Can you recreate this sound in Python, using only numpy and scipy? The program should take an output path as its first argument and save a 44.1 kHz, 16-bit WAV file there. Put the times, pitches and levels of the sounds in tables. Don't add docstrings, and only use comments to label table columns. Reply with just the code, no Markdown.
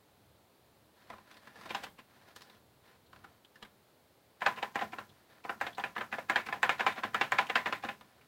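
import sys
import numpy as np
from scipy import signal
from scipy.fft import rfft, irfft
from scipy.io import wavfile

SR = 44100
rng = np.random.default_rng(int(sys.argv[2]) if len(sys.argv) > 2 else 0)


def wrap_up_sound(samples):
    columns = np.atleast_2d(samples).T
    tamed = np.clip(columns, -1, 1)
    steps = np.round(tamed * 32767).astype(np.int16)
    wavfile.write(sys.argv[1], SR, steps)


N = 365103
BUMP_SAMPLES = 16384


def amp(db):
    return 10 ** (np.asarray(db) / 20)


def evened(x):
    return x / np.sqrt(np.mean(x ** 2) + 1e-20)


def curve(points, hz):
    point_hz, value = np.transpose(points)
    return np.interp(np.log(hz + 1), np.log(point_hz + 1), value)


def add(mix, start, sound):
    part = mix[max(round(start * SR), 0):][:len(sound)]
    part += sound[:len(part)]


def coloured(x, points):
    gain = amp(curve(points, np.fft.rfftfreq(len(x), 1 / SR)))
    return evened(irfft(rfft(x) * gain, len(x)))


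def ring_after_strike(gain):
    cepstrum = irfft(np.log(np.maximum(gain, 1e-6)))
    cepstrum[1:BUMP_SAMPLES // 2] *= 2
    cepstrum[BUMP_SAMPLES // 2 + 1:] = 0
    return np.exp(rfft(cepstrum))


def drift(per_s):
    hz = np.fft.rfftfreq(N, 1 / SR)
    return evened(irfft(rfft(rng.standard_normal(N)) / (1 + (hz / per_s) ** 4), N))


# frequency in Hz, relative level in dB.
YARD_COLOUR = [(20, -28), (40, -22), (70, -4), (105, -1), (180, -6), (400, -6), (720, -8), (1200, -14),
               (2700, -20), (4100, -18.5), (5800, -26.5), (8000, -26.5), (15800, -24.5)]

def yard(level_db=-66, waver_db=3.0, rumble_hz=170):
    air = coloured(rng.standard_normal(N), YARD_COLOUR)
    rumble = irfft(rfft(air) / (1 + (np.fft.rfftfreq(N, 1 / SR) / rumble_hz) ** 4), N)
    return amp(level_db) * (air - rumble + rumble * amp(waver_db * drift(3.0)))


# frequency in Hz, relative level in dB.
SHED_COLOUR = [(100, 5.5), (220, 0), (450, 6.5), (850, -0.5), (2000, -1), (3300, -1.5), (7000, -1.5),
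               (15000, 1)]
# frequency in Hz, seconds to fade by 60 dB.
SHED_FADE = [(100, 0.7), (400, 0.15), (1000, 0.2), (2700, 0.18), (7000, 0.24), (15000, 0.75)]

def shed_echo():
    hz, t, bands = signal.stft(rng.standard_normal(BUMP_SAMPLES), SR, nperseg=256)
    fade_s = curve(SHED_FADE, hz)[:, None]
    same_energy = np.sqrt(2 * np.log(1000) / (fade_s * SR))
    bands = bands * amp(curve(SHED_COLOUR, hz)[:, None] - 60 * t / fade_s) * same_energy
    build_up = 1 - np.exp(-(np.arange(BUMP_SAMPLES) / SR / 0.0058) ** 2)
    return rfft(signal.istft(bands, SR, nperseg=256)[1][:BUMP_SAMPLES] * build_up)


# pitch in Hz, width in Hz, strength in dB.
BUCKET_NOTES = [(218.6, 33, 9), (724, 40, -16), (804.6, 20, 4.5), (1018.5, 56, 10), (1220, 19, 0.5),
                (1398, 70, 3.5), (1690, 40, -2.5), (1762, 48, 2.5), (2570, 100, -4), (2720, 37, -11),
                (3380, 19, -9), (3700, 110, -1.5), (3750, 41, -10)]

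def wall_gain(hz):
    peaks = sum(amp(db) ** 2 / (1 + (2 * (hz - pitch) / width) ** 2) for pitch, width, db in BUCKET_NOTES)
    return np.sqrt(1 + peaks)


# start in seconds, length in seconds, relative level in dB.
PULLS = [(0.93, 0.35, -63.5), (1.258, 0.16, -59), (1.413, 0.14, -59), (1.54, 0.36, -52),
         (2.07, 0.27, -63.5), (2.263, 0.086, -64.5), (2.35, 0.27, -63.5), (2.825, 0.15, -61.5),
         (3.1, 0.31, -68.5), (5.08, 0.23, -68), (5.28, 0.15, -62.5), (7.95, 0.47, -69.5)]
# frequency in Hz, relative level in dB.
GRIT_COLOUR = [(40, -35), (110, -1), (400, -3), (600, 4), (950, -3), (1800, 1.5), (2600, -6), (4300, -7),
               (7000, -18.5), (15000, -21)]

def scrape(level_db=-1, grains_per_s=1800, grain_db=3.0, uneven_db=1.5, peak_share=0.45):
    pressure = np.zeros(N)
    for start, length, db in PULLS:
        progress = np.interp(np.arange(0, length, 1 / SR) / length, [0, peak_share, 1], [0, .5, 1])
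        add(pressure, start, amp(db) * abs(np.sin(np.pi * progress)) ** 0.59)
    catches = rng.random(N) < grains_per_s / SR
    grains = catches * amp(grain_db * np.minimum(rng.exponential(1, N), 4))
    rub = evened(grains * rng.choice([-1, 1], N)) + rng.standard_normal(N)
    wall = irfft(ring_after_strike(wall_gain(np.fft.rfftfreq(BUMP_SAMPLES, 1 / SR))))
    ringing = signal.oaconvolve(rub * amp(uneven_db * drift(48)), wall)[:N]
    return amp(level_db) * pressure * coloured(ringing, GRIT_COLOUR)


# start in seconds, relative level in dB, pitch in Hz.
HANDLE_TICKS = [(2.55, -60, 3200), (3.0609, -60, 3960), (3.4472, -51.5, 3320), (5.093, -51.5, 3480),
                (5.7286, -49, 3500), (5.748, -47, 3970), (6.4632, -40, 2410), (6.922, -40.5, 3540),
                (7.4676, -36.5, 2700), (8.2116, -55, 2340)]

def handle_ticks(level_db=-4, fade_s=0.058, width_hz=750, click_db=-18):
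    t, hz, out = np.arange(4096) / SR, np.fft.rfftfreq(4096, 1 / SR), np.zeros(N)
    click = amp(click_db) / (1 + (hz / 6000) ** 2)
    attack = 1 - np.exp(-t / 0.00091)
    for start, db, pitch in HANDLE_TICKS:
        band = 1 / (1 + (2 * (hz - pitch) / width_hz) ** 2)
        rasp = evened(irfft(rfft(rng.standard_normal(len(t))) * (band + click)))
        add(out, start, amp(db + level_db - 60 * t / fade_s) * attack * rasp)
    return out


# start in seconds, relative level in dB.
HANDLE_SNAPS = [(1.8364, -41), (2.361, -47), (4.756, -41), (5.611, -38), (5.7807, -43), (6.2964, -31),
                (6.6293, -30), (6.6942, -37), (7.144, -35), (7.319, -35), (7.5562, -42)]
# frequency in Hz, relative level in dB.
METAL_COLOUR = [(2500, -29), (5500, -5), (7400, 2), (8500, -2), (9700, -29), (13000, -16), (15500, -4)]

def handle_snaps(level_db=-3, crack_s=0.0011, ring_db=-11, ring_s=0.011):
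    t, out = np.arange(4096) / SR, np.zeros(N)
    attack = 1 - np.exp(-t / 0.00048)
    fade = np.exp(-t / crack_s) + amp(ring_db) * np.exp(-t / ring_s)
    for start, db in HANDLE_SNAPS:
        noise = coloured(rng.standard_normal(len(t)), METAL_COLOUR)
        add(out, start, amp(db + level_db) * attack * fade * noise)
    return out


def contact(rise, slide_db, clean_s=0.00083, slide_s=0.0053, settle_s=0.017, settle_db=-14):
    lead = 1536 / SR
    t, hz = np.arange(BUMP_SAMPLES) / SR - lead, np.fft.rfftfreq(BUMP_SAMPLES, 1 / SR)
    age = np.maximum(t, 0) / rise
    chatter = rng.standard_normal(BUMP_SAMPLES) * age ** 2 * np.exp(-1.5 * age)
    chatter /= np.linalg.norm(chatter)
    slide = np.exp(-abs(t) / slide_s) * (t < rise)
    settle = np.exp(-abs(t) / settle_s) * (t >= rise)
    grind = amp(slide_db) * slide / np.linalg.norm(slide) + amp(settle_db) * settle / np.linalg.norm(settle)
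    clean_share = 1 / (1 + (rise / clean_s) ** 2)
    blow = np.sqrt(clean_share) * np.exp(-2j * np.pi * hz * (lead + rise))
    rough = rfft(np.sqrt(1 - clean_share) * chatter + grind * rng.standard_normal(BUMP_SAMPLES))
    travel = np.exp(-2j * np.pi * 2 * 0.001204 * np.sqrt(hz * 1000))
    return lead, (blow + rough) * travel


# delay in seconds, level in dB against the direct sound.
CLOSE_ECHOES = [(.0025, -6.5), (.0039, -4), (.0062, -11.5), (.0088, -9.5)]

def bucket(bumps, colour, level_db, shed_db, spot_width=0.24, bass_hz=520, bright_hz=2700, flex=0.0023):
    hz, out = np.fft.rfftfreq(BUMP_SAMPLES, 1 / SR), np.zeros(N)
    bass = 1 / (1 + (hz / bass_hz) ** 4)
    treble = 1 - 1 / (1 + (hz / bright_hz) ** 4)
    middle = (1 - bass) * (1 - treble)
    colour_db, hardest_db = curve(colour, hz), max(bump[1] for bump in bumps)
    for start, db, bass_db, bright_db, rise, slide_db, spot_hz, spot_db in bumps:
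        lead, force = contact(rise, slide_db)
        wall = wall_gain(hz * (1 + flex * rng.uniform(-0.61, 1)))
        spot = spot_db / (1 + (2 * (hz / spot_hz - 1) / spot_width) ** 2)
        body = ring_after_strike(wall * amp(colour_db + spot + bass_db * bass + bright_db * treble))
        echoes = sum(amp(echo_db) * np.exp(-2j * np.pi * hz * delay * rng.uniform(.93, 1.07))
                     for delay, echo_db in CLOSE_ECHOES)
        near = body * force * (1 + echoes)
        near /= np.linalg.norm(irfft(near * middle))
        tail = body * shed_echo() * np.exp(-2j * np.pi * hz * lead) / np.linalg.norm(irfft(body * middle))
        tail *= amp(shed_db + 0.094 * (db - hardest_db))
        add(out, start - lead, amp(db + level_db) * np.sqrt(.014 * SR) * irfft(near + tail))
    return out


# start in seconds, relative level in dB, brightness in dB,
# rise time in seconds, pitch of the rubbed spot in Hz.
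DRAG_SCUFFS = [(1.1004, -45, -6, 0.0012, 680), (1.128, -49, -7, 0.0029, 1090), (1.182, -56, -4, .0011, 930),
               (1.312, -58.5, 8, .001, 3400), (1.342, -64.5, 4, 0.00093, 4920),
               (1.369, -60.5, 9, 0.00059, 4490), (1.472, -52, -5, 0.00055, 1750),
               (1.555, -55.5, 2, .0016, 1770), (1.611, -53, 3, 0.00078, 1250), (1.656, -48, 0, 0.0017, 650),
               (1.833, -42.5, 5, 0.0041, 3160), (1.866, -51, -18, .0006, 2140),
               (1.982, -51.5, 1, 0.0061, 2590), (2.362, -52, 15.5, 0.00049, 1810),
               (2.407, -61, 6, 0.0012, 3700), (2.419, -58.5, 15, 0.00061, 5100),
               (2.498, -63.5, 7.5, 0.000624, 4460), (3.129, -54, -1, 0.0013, 1120),
               (3.161, -58.5, 0, 0.00036, 1560), (3.241, -51, -5, 0.0023, 1360),
               (3.555, -56.5, 6, .002, 1630), (3.625, -49.5, -0.5, 0.0015, 3300),
               (3.648, -58, 5, .0016, 1530), (6.461, -43.5, 1, 0.0034, 2190), (8.009, -53, 2, 0.0011, 833)]
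# frequency in Hz, relative level in dB.
DRAG_COLOUR = [(40, -12), (110, -0.5), (400, 0.5), (900, -2), (1800, 0.5), (2500, -5), (4200, -10),
               (7000, -21.5), (16000, -28)]

def dragging(bass_db=-3, slide_db=-11, spot_db=7.5):
    bumps = [(start, db, bass_db, bright_db, rise, slide_db, spot_hz, spot_db)
             for start, db, bright_db, rise, spot_hz in DRAG_SCUFFS]
    return bucket(bumps, DRAG_COLOUR, level_db=-2.0, shed_db=-3.0)


def fizz(knocks, level_db=-45, follow=0.43, flicker_db=1.5, hold_s=0.0059):
    keep = np.exp(-1 / (hold_s * SR))
    power = signal.lfilter([1 - keep], [1, -keep], knocks ** 2) + 1e-14
    hiss = coloured(rng.standard_normal(N), [(1500, 3), (5000, 12), (9000, 5.5), (12000, 6), (15500, 6.5)])
    return amp(level_db + flicker_db * drift(200)) * hiss * np.sqrt(power) ** follow


def graze(knock_start, spot_hz, early_s=0.0096, db=-56, bass_db=4.5, bright_db=14, rise=0.00144):
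    slide_db, spot_db = -13, 4
    return knock_start - early_s, db, bass_db, bright_db, rise, slide_db, spot_hz, spot_db


def knock(start, db, rise, spot_hz, bright_db, spot_db, usual_db=-37.5, usual_rise_s=0.0014):
    softer_db = usual_db - db
    slower = np.log2(rise / usual_rise_s)
    bass_db = 4.5 + 0.48 * softer_db
    slide_db = -13 + 2.5 * slower + 0.53 * softer_db
    return start, db, bass_db, bright_db + slower, rise, slide_db, spot_hz, spot_db


def bounce(start, db, bass_db, spot_hz, bright_db=0, rise=0.000773, slide_db=-8, spot_db=6):
    return start, db, bass_db, bright_db, rise, slide_db, spot_hz, spot_db


# relative level in dB, rise time in seconds, pitch of the struck spot in Hz; then the seconds
BUCKET_SHAKES = [(1.702, 5.5, -40, 0.0028, 2920, 0.044, -33, .0017, 800),
                 (4.416, -2.5, -32.5, 0.003, 990, 0.044, -22.5, 0.0023, 1000),
                 (4.57, 0, -42.5, 0.0041, 1070, 0.056, -32, 0.0014, 970),
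                 (4.7558, -0.5, -31, 0.00068, 1260, 0.053, -35.5, 0.003, 720),
                 (4.93, -4, -40.5, 0.0017, 1010, .054, -38.5, 0.001, 1410),
                 (5.449, -10, -41.5, 0.00072, 1000, 0.043, -32.5, 0.0018, 1360),
                 (5.611, 1.5, -30.5, 0.00071, 1680, .053, -37.5, 0.0027, 710),
                 (5.7803, -2, -36.5, .0012, 1020, 0.057, -33, 0.00087, 2580),
                 (5.9622, -5.5, -36, 0.0014, 1700, .045, -34, 0.00266, 1330),
                 (6.125, -2.5, -35, 0.0013, 1530, .057, -37.5, 0.0019, 635),
                 (6.2962, 0.5, -26, .0013, 1480, 0.061, -24.5, .0013, 2130),
                 (6.485, -2.5, -37, 0.0019, 776, 0.039, -31.5, .0018, 790),
                 (6.6301, 2.5, -23, 0.0004, 1530, 0.062, -25.5, 0.00063, 2230),
                 (6.792, 1, -32.5, .003, 1390, 0.071, -23, 0.00194, 2330),
                 (6.968, -0.5, -38, 0.0096, 620, 0.064, -31.5, .0024, 1560),
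                 (7.144, 1.5, -28, .0013, 1720, 0.066, -25.5, .0017, 2700),
                 (7.319, 0, -25, 0.00134, 1600, .064, -23, .0026, 1050),
                 (7.4957, 1, -32, .0022, 1780, .0579, -22.5, 0.0021, 2000),
                 (7.657, 3.5, -31.5, 0.00147, 1650, .067, -31, 0.0011, 2110),
                 (7.835, 0, -36, 0.0018, 2440, 0.051, -36.5, 0.002, 2740)]
# start in seconds, relative level in dB, bass in dB, pitch of the struck spot in Hz.
BOUNCES = [(4.585, -44.5, 1, 1140), (4.7908, -38.5, 4, 1980), (4.82, -36, 10, 720),
           (5.797, -40.5, -1, 1040), (5.98, -38, 8.5, 1830), (6.139, -38.5, 5, 1610),
           (6.806, -29, .5, 1070), (7.047, -39.5, 13, 800), (7.669, -33, 6, 1180), (7.848, -39.5, 12, 1340)]
# frequency in Hz, relative level in dB.
SHAKE_COLOUR = [(40, -46), (100, -20), (220, -20), (480, -14), (720, -6), (1150, -10), (1700, -5.5),
                (2400, -9.5), (3800, -18.5), (5800, -33), (7200, -34.5), (9300, -47), (16000, -52)]

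def shaking():
    bumps = []
    for start, bright_db, db, rise, spot_hz, back_s, back_db, back_rise, back_hz in BUCKET_SHAKES:
        bumps += [graze(start, spot_hz),
                  knock(start, db, rise, spot_hz, bright_db - 3, spot_db=4),
                  knock(start + back_s, back_db, back_rise, back_hz, bright_db - 0.15, spot_db=5)]
    bumps += [bounce(*row) for row in BOUNCES]
    return bucket(bumps, SHAKE_COLOUR, level_db=-2.0, shed_db=-1.0)


def scene():
    knocks, scuffs = shaking(), dragging()
    return (knocks + fizz(knocks) + scuffs + handle_snaps() + handle_ticks() + scrape() + yard())[None]


def record(dry, cutoff_hz=15900):
    lowpass = signal.firwin(511, cutoff_hz, window=("kaiser", 8), fs=SR)
    return signal.oaconvolve(dry, lowpass[None], "same", axes=1)


dry = scene()
out = record(dry)
wrap_up_sound(out)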